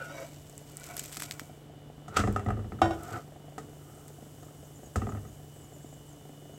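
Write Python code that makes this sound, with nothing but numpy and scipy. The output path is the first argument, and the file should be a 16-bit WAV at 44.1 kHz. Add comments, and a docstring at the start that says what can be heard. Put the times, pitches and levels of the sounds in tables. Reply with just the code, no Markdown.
"""A steel spatula scrapes over a hot iron griddle under a flatbread, crackling its crust, and flips it.
Catch-and-slip grains ring the blade's resonances; filtered bursts make the snaps and the bread's slap.
Decaying modes and noise make the griddle's knocks, the stove's thuds and the blade's clangs.
Dense grains sizzle and gliding sines squeal as steam, over a kitchen fan's puffs, hum and thin whine."""
import sys
import numpy as np
from scipy import signal
from scipy.fft import rfft, irfft, next_fast_len
from scipy.io import wavfile
from scipy.ndimage import map_coordinates

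SR = 44100
rng = np.random.default_rng(int(sys.argv[2]) if len(sys.argv) > 2 else 0)


def persist_wave(psi):
    """Save psi, clipped to +-1, as 16-bit WAV."""
    counts = np.round(np.clip(psi, -1, 1) * 32767).astype(np.int16)
    wavfile.write(sys.argv[1], SR, np.atleast_2d(counts).T)


N = 290157
TIME = np.arange(N) / SR
AGE = np.arange(SR // 2) / SR  # seconds since an impact

# Biggest flakes of crust snapping. Each row: start in seconds, relative level in dB.
SNAPS = [(.497, -41.5), (0.579, -35), (.7195, -42), (0.77, -30.5), (0.799, -39), (.841, -33), (.865, -36),
         (.911, -37), (.955, -43), (0.9675, -23), (.989, -53), (0.994, -23), (1.035, -39), (1.039, -32),
         (1.059, -32.5), (1.117, -38), (1.127, -33.5), (1.131, -35.5), (1.145, -34), (1.16, -37),
         (1.17, -27.5), (1.1988, -29.5), (1.203, -30.5), (1.222, -25.5), (1.2375, -35.5), (1.3107, -26.5),
         (1.32, -37), (1.3959, -28.5), (2.326, -36.5), (2.447, -47), (3.034, -37), (4.081, -38.5)]
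# Bread landing. Each row: centre in seconds, level in dB, spread (sigma) in seconds.
SLAPS = [(2.172, -22.5, 0.0039), (2.193, -32.5, 0.022)]


def amp(db):
    """Decibels to gain."""
    return 10 ** (np.asarray(db) / 20)


def unit(x):
    """Scale to rms 1."""
    return x / np.sqrt(np.mean(x ** 2) + 1e-20)


def fade(t60_s):
    """Exponential decay of 60 dB in t60_s."""
    return np.exp(-np.log(1000) * AGE / t60_s)


def stroke(peak_s, db, rise_s, fall_s, range_db=18.5):
    """Gain of one movement: it climbs range_db over rise_s and sinks as much over fall_s."""
    distance = np.maximum((peak_s - TIME) / rise_s, (TIME - peak_s) / fall_s)
    return amp(db - range_db * distance)


def wobble(rate):
    """Smooth random curve, rate knots per second."""
    knots = rng.standard_normal(int(N * rate / SR) + 4)
    steps = np.arange(len(knots) * 10) / 10
    smooth = map_coordinates(knots, [steps])
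    return np.interp(TIME * rate, steps, smooth)


def add(track, start_s, x):
    """Mix x into the track at start_s."""
    start = max(round(start_s * SR), 0)
    track[start:start + len(x)] += x[:max(N - start, 0)]


def colour(x, points, size=8192):
    """Minimum-phase filter through (Hz, dB) points that keeps the power of white noise."""
    hz, db = np.transpose(points)
    log_f = np.log(np.fft.rfftfreq(size, 1 / SR) + 1)
    gain = unit(amp(np.interp(log_f, np.log(hz), db)))
    # folding the cepstrum makes the filter causal
    cepstrum = irfft(np.log(gain))
    cepstrum[1:size // 2] *= 2
    cepstrum[size // 2 + 1:] = 0
    impulse = irfft(np.exp(rfft(cepstrum)))[:size // 2]
    return signal.oaconvolve(x, impulse)[:len(x)]


def resonate(x, peaks):
    """Pass x through parallel (Hz, width Hz, dB) resonances of alternating sign."""
    size = next_fast_len(N + SR // 2)
    f = np.fft.rfftfreq(size, 1 / SR)
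    body = 0
    for k, (hz, width_hz, db) in enumerate(peaks):
        damping = 1j * f * width_hz
        body = body + (-1) ** k * amp(db) * damping / (hz * hz - f * f + damping)
    return irfft(rfft(x, size) * body, size)[:N]


def grains(rate, spread_db, smooth):
    """Tiny impulses of scattered size, rate per second, over a share of even noise; rms 1."""
    sizes = amp(spread_db * np.clip(rng.standard_normal(N), -2, 2)) * rng.choice([-1, 1], N)
    impulses = sizes * (rng.random(N) < rate / SR)
    return unit(unit(impulses) + smooth * rng.standard_normal(N))


def ring(modes, scatter_db, rough):
    """One blow on decaying modes of alternating sign: strengths scatter, phases drift at random."""
    hz, db, t60_s = np.transpose(modes)[:, :, None]
    knots_s = AGE[::100]
    walks = np.cumsum(rng.standard_normal((len(modes), len(knots_s))), axis=1) * np.sqrt(knots_s[1])
    drift = rough * np.array([np.interp(AGE, knots_s, walk) for walk in walks])
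    strength = amp(db + scatter_db * rng.standard_normal(db.shape))
    strength[1::2] *= -1
    waves = np.sin(np.float32(2 * np.pi * hz * AGE + drift))
    return np.sum(strength * fade(t60_s) * waves, axis=0)


def burst(t60_s, tail_db, tail_t60_s):
    """A crack of noise and its weak answer from the kitchen walls."""
    envelope = fade(t60_s) + amp(tail_db) * fade(tail_t60_s)
    return rng.standard_normal(len(AGE)) * envelope


def scraping():
    """Steel catches and slips on the iron and rings, wavering as the blade flexes; dry crust rasps over it."""
    # Resonances of the blade's tip, flat face and whole length, and of the iron under its edge.
    # Each row: centre in Hz, width in Hz, relative level in dB.
    tip = [(557, 48, -1.5), (1325, 17, 2.5), (1461, 26, 4), (2410, 40, -16), (2730, 33, -15)]
    flat_blade = [(300, 21, -6.5), (562, 30, 0.5), (668, 21, -1), (950, 85, -15), (1310, 64, -11),
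                  (1550, 130, -19), (1910, 160, -20), (2260, 27, -8.5), (2850, 120, -24), (3820, 43, -18.5),
                  (4700, 48, -24), (5900, 150, -21)]
    whole_blade = [(550, 30, -6.5), (703, 28, 1.5), (976, 54, -10), (1120, 62, -12), (1290, 30, -7),
                   (1440, 49, -4.5), (1950, 73, -12), (2294, 46, -5), (2770, 91, -22)]
    edge = [(101, 10, 3.5), (345, 106, -6.5), (504, 100, -10.5), (716, 51, -3), (1237, 52, -5.5),
            (1331, 24, -1), (1482, 24, -4), (1870, 310, -21)]
    # Blade scrapes, catches and presses, and the bread sliding off.
    # Each row: peak in seconds, level in dB, rise and fall in seconds, ringing part.
    frictions = [(.025, -38.5, 0.15, 0.14, "tip"), (.215, -39, 0.21, 0.084, "face"),
                 (0.904, -46, 0.17, 0.21, "whole"), (1.27, -54, 0.18, 0.4, "whole"),
                 (2.135, -45.5, 0.076, 0.048, "edge"), (3.143, -38, 0.22, 0.026, "edge"),
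                 (3.158, -41, 0.033, 0.027, "edge"), (3.177, -37.5, 0.035, 0.051, "edge"),
                 (3.95, -58.5, 0.3, 0.36, "edge")]
    # Relative rasp spectrum. Each row: frequency in Hz, level in dB per Hz.
    rasp_spectrum = [(600, -20), (2000, 3), (4000, 1), (6500, 4), (8100, 8.5), (9200, -9), (13000, 0.5),
                     (15800, -16)]
    bodies = {"tip": tip, "face": flat_blade, "whole": whole_blade, "edge": edge}

    slips = grains(rate=1100, spread_db=0.0, smooth=0.48)
    slips = slips * amp(2 * wobble(49))  # uneven grip
    flexed_s = np.cumsum(1 + .014 * wobble(35)) / SR  # warped time wavers the resonances
    steel = np.zeros(N)
    for *friction, part in frictions:
        ringing = np.interp(flexed_s, TIME, resonate(slips, bodies[part]))
        steel += stroke(*friction) * unit(ringing)

    clumps = amp(3.6 * np.clip(wobble(240), -1.6, 1.6))
    grit = clumps * grains(rate=1000, spread_db=4, smooth=.65)
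    rasp = unit(colour(grit, rasp_spectrum))
    crumbs = np.zeros(N)  # the crust crumbles after each snap
    for start_s, db in SNAPS:
        add(crumbs, start_s, amp(db - 21) * fade(0.2))
    return steel + rasp * np.hypot(amp(-5.0) * rubbing(), crumbs)


def rubbing():
    """How hard the dry crust rubs on the blade, as a gain."""
    # Each row: hardest rub in seconds, relative level in dB, rise in seconds, fall in seconds.
    crust = [(.22, -49.5, .55, .4), (0.849, -52, 0.33, 0.53), (1.035, -53.5, 0.32, 0.066),
             (1.225, -47, 0.12, 0.13), (3.13, -48.5, 0.36, 0.14)]
    return sum(stroke(*rub) for rub in crust)


def snaps():
    """A flake breaks within milliseconds; the further the bread is lifted, the more its hollow body pops."""
    # Relative spectra of the flake and the hollow bread. Each row: frequency in Hz, level in dB per Hz.
    snap_spectrum = [(1000, -37), (3000, -8.5), (4500, -5), (8000, 14.5), (11000, 5.5), (15800, 1.5)]
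    hollow_spectrum = [(400, -7), (1200, -1), (2100, 2), (2900, -0.5), (3900, 1.5), (5500, -2.5),
                       (12000, -26)]
    lift_s, lift_takes_s = 1, 0.24
    flat_db, lift_db = -1.5, 16  # pop of the bread lying flat, and what lifting adds
    sharp, hollow = np.zeros((2, N))
    landing_s = SLAPS[0][0]
    for start_s, db in SNAPS:
        lifted = np.clip((start_s - lift_s) / lift_takes_s, 0, 1) * (start_s < landing_s)
        crack = burst(t60_s=0.003, tail_db=-23, tail_t60_s=0.026)
        crack /= np.linalg.norm(crack)
        add(sharp, start_s, amp(db + 12.5) * crack)
        add(hollow, start_s, amp(db + flat_db + lift_db * lifted) * crack)
    return colour(sharp, snap_spectrum) + colour(hollow, hollow_spectrum)


def knocks():
    """Blade and bread tap the griddle, or it rocks on its stand; each contact rings iron and shakes the stove."""
    # Each row: start in seconds, then relative levels in dB of the knock, stove thud and bright tick.
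    contacts = [(1.167, -37.5, -51, -47), (2.081, -33.5, -41.5, -48.5), (2.142, -33, -43, -52),
                (2.168, -15.5, -29.5, -27.5), (2.192, -19.5, -22.5, -35), (2.237, -19, -28.5, -52),
                (2.274, -20, -21.5, -46), (2.362, -19.5, -29.5, -44.5), (2.394, -27.5, -43.5, -50.5),
                (2.462, -26.5, -24.5, -56), (2.486, -23.5, -28, -52.5), (2.505, -24.5, -28, -53),
                (2.57, -35.5, -30.5, -65), (2.592, -36, -37.5, -64), (2.644, -38.5, -35.5, -68),
                (2.721, -31, -32.5, -63), (2.789, -36, -41, -68), (2.8174, -20, -24.5, -47),
                (3.581, -28.5, -44.5, -42.5), (4.43, -43.5, -60, -55), (4.484, -45.5, -63, -69),
                (4.9583, -21, -25, -35.5), (4.984, -38, -36, -60), (5.018, -26.5, -28.5, -56),
                (5.069, -31.5, -35, -60), (5.091, -32, -30.5, -58), (5.1216, -34, -37.5, -59),
                (5.149, -33, -33.5, -69), (5.17, -36.5, -44, -71), (5.25, -39.5, -47, -66)]
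    # Modes. Each row: frequency in Hz, relative level in dB, 60 dB decay in seconds.
    griddle_modes = [(293, -12, 0.3), (405, -12.5, 0.42), (448, -12, 0.26), (693, -2, 0.069),
                     (752.4, 0.5, 0.075), (1200, 0, 0.025), (1256, -2.5, 0.073), (1535, -22, 0.065),
                     (1306, -5, 0.094), (1804, -18.5, 0.15), (1934, -12, 0.07), (2003, -19.5, 0.054),
                     (2715, -24.5, 0.16)]
    stove_modes = [(49.6, -10, 0.74), (77.6, -6, 0.77), (101.55, -1, 0.65), (115.8, -6.5, 0.66),
                   (206.2, -1.5, 0.38), (235.6, -6.5, 0.18)]
    # Relative spectra. Each row: frequency in Hz, level in dB per Hz.
    thud_spectrum = [(25, -33), (55, -7.5), (90, 3), (125, 0.5), (170, -12.5), (220, -7), (330, -7),
                     (600, -17), (2000, -71.5)]
    clack_spectrum = [(100, -2), (300, -3), (750, 0.5), (950, -7.5), (1300, -3), (2000, -14), (3500, -28),
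                      (9000, -63)]
    tick_spectrum = [(1500, -18), (3000, -0.5), (4300, -2), (5600, 2), (7700, 7), (10000, -7.5),
                     (15800, -13)]
    ringing, clack, tick, thud = np.zeros((4, N))
    swell = 1 - np.exp(-AGE / 0.0033)  # the heavy stove takes a moment to move
    for start_s, db, thud_db, tick_db in contacts:
        iron = ring(griddle_modes, scatter_db=3, rough=4.4)
        add(ringing, start_s, amp(db - 11.0) * iron)
        stove = swell * ring(stove_modes, scatter_db=1.5, rough=3.3)
        add(ringing, start_s, amp(thud_db - 5.5) * stove)
        rumble = swell * burst(t60_s=0.076, tail_db=-15, tail_t60_s=0.8)
        add(thud, start_s, amp(thud_db - 2.5) * rumble)
        impact = burst(t60_s=0.015, tail_db=-13, tail_t60_s=0.37)
        add(clack, start_s, amp(db - 9.0) * impact)
        add(clack, start_s, [amp(db - 1.0)])  # the hard contact itself
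        bright = burst(t60_s=0.056, tail_db=-12.5, tail_t60_s=0.49)
        add(tick, start_s, amp(tick_db - 5) * bright)
    noises = colour(thud, thud_spectrum) + colour(clack, clack_spectrum) + colour(tick, tick_spectrum)
    return ringing + noises


def slaps():
    """The limp bread meets the iron over several milliseconds in a swarm of small touches."""
    # Relative spectrum. Each row: frequency in Hz, level in dB per Hz.
    slap_spectrum = [(100, -54.5), (320, -16), (750, 5), (950, -3), (1320, 16.5), (1700, 1.5), (3000, -2.5),
                     (7800, -12), (9500, -24), (15800, -30)]
    contact = np.zeros(N)
    for centre_s, db, spread_s in SLAPS:
        contact += amp(db) * np.exp(-.5 * ((TIME - centre_s) / spread_s) ** 2)
    touches = grains(rate=5000, spread_db=2, smooth=.6)
    return colour(contact * touches, slap_spectrum)


def clangs():
    """The blade strikes the griddle and bounces; each blow rings its modes under a dense clash of noise."""
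    # Each row: start in seconds, relative level in dB.
    strikes = [(2.817, -13), (2.842, -27), (2.857, -25), (2.908, -25.5), (2.931, -37.5)]
    # Each row: mode frequency in Hz, relative level in dB, 60 dB decay in seconds.
    blade_modes = [(331, 0, 0.48), (440, -15, 0.3), (676, -1, 0.25), (715, 0, 0.11), (756, 1, 0.12),
                   (1005, -11, 0.26), (1190, -16, .16), (1297, -14, .2), (1426, -10, 0.22),
                   (1470, -4, 0.17), (1792, -18, .17), (1868, -14, 0.22), (2218, -14, 0.16),
                   (2440, -22, .17), (2760, -14, .12), (3090, -15, 0.2), (3478, -22, 0.22),
                   (3630, -23, .14), (3822, -16, 0.13), (4638, -26, 0.26), (5292, -29, .2),
                   (5528, -23, 0.21), (6492, -26, 0.2), (7300, -30, .22), (7531, -24, 0.2),
                   (8646, -33, 0.23)]
    # Relative spectrum. Each row: frequency in Hz, level in dB per Hz.
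    clash_spectrum = [(150, -22), (340, -7.5), (520, 4), (740, 10), (930, -8.5), (1100, -5), (1450, -6.5),
                      (1750, -16), (2100, -27), (2800, -20.5), (3800, -24), (4150, -34), (5500, -25),
                      (7050, -38), (8000, -31), (15800, -48)]
    ringing, clash = np.zeros((2, N))
    for start_s, db in strikes:
        add(ringing, start_s, amp(db - 10.5) * ring(blade_modes, scatter_db=1.0, rough=5.6))
        add(clash, start_s, amp(db - 1.5) * burst(t60_s=0.028, tail_db=-15.5, tail_t60_s=0.39))
        add(clash, start_s, [amp(db + 11.5)])  # the hard contact itself
    return ringing + colour(clash, clash_spectrum)


def sizzle():
    """Moisture boiling off the dough: countless tiny bursts of steam make a fine hiss."""
    # Each row: time in seconds, level of the hiss's treble in dB.
    treble_level = [(0.0, -66), (0.73, -65.5), (1.06, -59.5), (1.21, -60), (1.47, -65.5), (1.7, -73),
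                    (2.12, -71.5), (2.23, -73), (2.8, -69), (3.01, -65), (3.41, -70), (3.88, -64),
                    (5.18, -64.5), (6.58, -66)]
    # Relative spectrum. Each row: frequency in Hz, level in dB per Hz.
    hiss_spectrum = [(2000, -25), (3200, -36), (4600, -7), (6200, 0), (7900, 3.5), (9400, -3),
                     (12000, -2.5), (15800, -5)]
    whole_over_treble_db = 3.5
    fizz = unit(colour(grains(rate=2100, spread_db=23, smooth=2.8), hiss_spectrum))
    return fizz * amp(np.interp(TIME, *np.transpose(treble_level)) + whole_over_treble_db)


def squeals(count=26):
    """Steam pockets whistle through gaps, pitch sliding unsteadily with pressure; smaller ones peep between."""
    # Clearest squeals. Each row: start and length in seconds, nominal start and end in Hz, nominal dB.
    clear_squeals = [(4.12, 0.025, 7300, 6230, -63), (4.64, 0.03, 7200, 5900, -59),
                     (4.735, 0.056, 7600, 6600, -59), (4.83, .05, 7300, 6400, -58),
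                     (5.08, .05, 7650, 6500, -61), (5.535, 0.079, 8400, 7600, -63),
                     (5.595, 0.08, 8150, 6600, -61.5), (5.715, 0.065, 7700, 6700, -61),
                     (5.775, 0.068, 7250, 7400, -63), (5.845, .03, 6700, 7350, -62),
                     (5.875, 0.079, 7300, 6650, -62), (6.06, 0.082, 9000, 6100, -59.5),
                     (6.53, 0.035, 6950, 6250, -62.5)]
    track = np.zeros(N)
    flutter = 1 + .02 * wobble(1100) + .018 * wobble(80)
    pockets = list(clear_squeals)
    for _ in range(count):
        # lowest and highest start in s, length in s, start pitch in Hz
        start_s, length_s, hz = rng.uniform((3.65, .015, 6400), (6.5, .045, 8600))
        end_hz = hz * rng.uniform(.88, 1.05)
        peep_db = -66 + 2 * rng.standard_normal()
        pockets.append((start_s, length_s, hz, end_hz, peep_db))
    for start_s, length_s, start_hz, end_hz, db in pockets:
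        spent = np.linspace(0, 1, round(length_s * SR))
        glide_hz = start_hz + (end_hz - start_hz) * spent
        pitch_hz = glide_hz * np.roll(flutter, -round(start_s * SR))[:len(spent)]
        swell = np.sqrt(np.abs(np.sin(np.pi * spent)))
        add(track, start_s, amp(db) * swell * np.sin(2 * np.pi * np.cumsum(pitch_hz) / SR))
    return track * amp(3 * wobble(150))


def fan(turn_hz=24.66):
    """A fan hums and puffs once a turn, over a thin electrical whine and the steady rush of the room."""
    # Relative spectra. Each row: frequency in Hz, level in dB per Hz.
    puff_spectrum = [(40, -3), (90, -2.5), (250, 5.5), (480, -1), (740, 2.5), (950, -19), (2000, -19),
                     (5000, -50)]
    room_spectrum = [(15, -79), (28, -6), (50, -8.5), (96, -2), (145, -4), (197, -14), (304, -7),
                     (362, -11), (610, -16), (710, -16), (1000, -22), (2610, -32), (2980, -26),
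                     (3320, -29.5), (4500, -35), (5850, -37), (9900, -120)]
    # Hum and whine lines. Each row: frequency in Hz, nominal rms level in dB (the whine's before its swell).
    hum_lines = [(146.8, -53.5), (294, -64.5), (436, -66)]
    whine_lines = [(2942, -74.5), (3090, -80.5), (3530, -82)]
    # The whine sinks and swells again. Each row: time in seconds, gain in dB.
    whine_swell = [(0, 3.5), (4.6, 0.5), (6.5, 5.5)]
    turns = np.cumsum(turn_hz * (1 + .012 * wobble(3))) / SR + .03 * wobble(24)
    puffs = np.zeros(N)
    for start_s in TIME[1:][np.diff(np.floor(turns)) > 0]:
        puff = .12 * burst(t60_s=.035, tail_db=-5, tail_t60_s=.11)
        puff[0] -= 1.3  # one sharp impulse opens the puff
        add(puffs, start_s, amp(2.9 * rng.standard_normal()) * puff)
    flutter = amp(-57.0) * unit(colour(puffs, puff_spectrum))
    whine = tones(whine_lines, waver_db=1.5, drift=0.41)
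    whine = whine * amp(np.interp(TIME, *np.transpose(whine_swell)))
    rush = amp(-53.5) * unit(colour(rng.standard_normal(N), room_spectrum))
    return flutter + rush + whine + tones(hum_lines, waver_db=1.34, drift=0.28)


def tones(lines, waver_db, drift):
    """Sine lines that waver a little in level and phase (drift in radians)."""
    total = np.zeros(N)
    for hz, db in lines:
        level = amp(db + waver_db * wobble(11))
        total += level * np.sin(2 * np.pi * hz * TIME + drift * wobble(12))
    return np.sqrt(2) * total


def scene():
    """All sources summed into one channel."""
    cooking = scraping() + snaps() + knocks() + slaps() + clangs() + sizzle() + squeals()
    return (cooking + fan())[None]


def record(dry):
    """The microphone sheds the deepest bass, and the recorder keeps nothing above its band limit."""
    top_hz = 15900
    size = next_fast_len(N + SR // 2)
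    lean = signal.sosfilt(signal.butter(3, 40, "highpass", fs=SR, output="sos"), dry)
    kept = np.fft.rfftfreq(size, 1 / SR) < top_hz
    return irfft(rfft(lean, size) * kept, size)[:, :N]


dry = scene()
out = record(dry)
persist_wave(out)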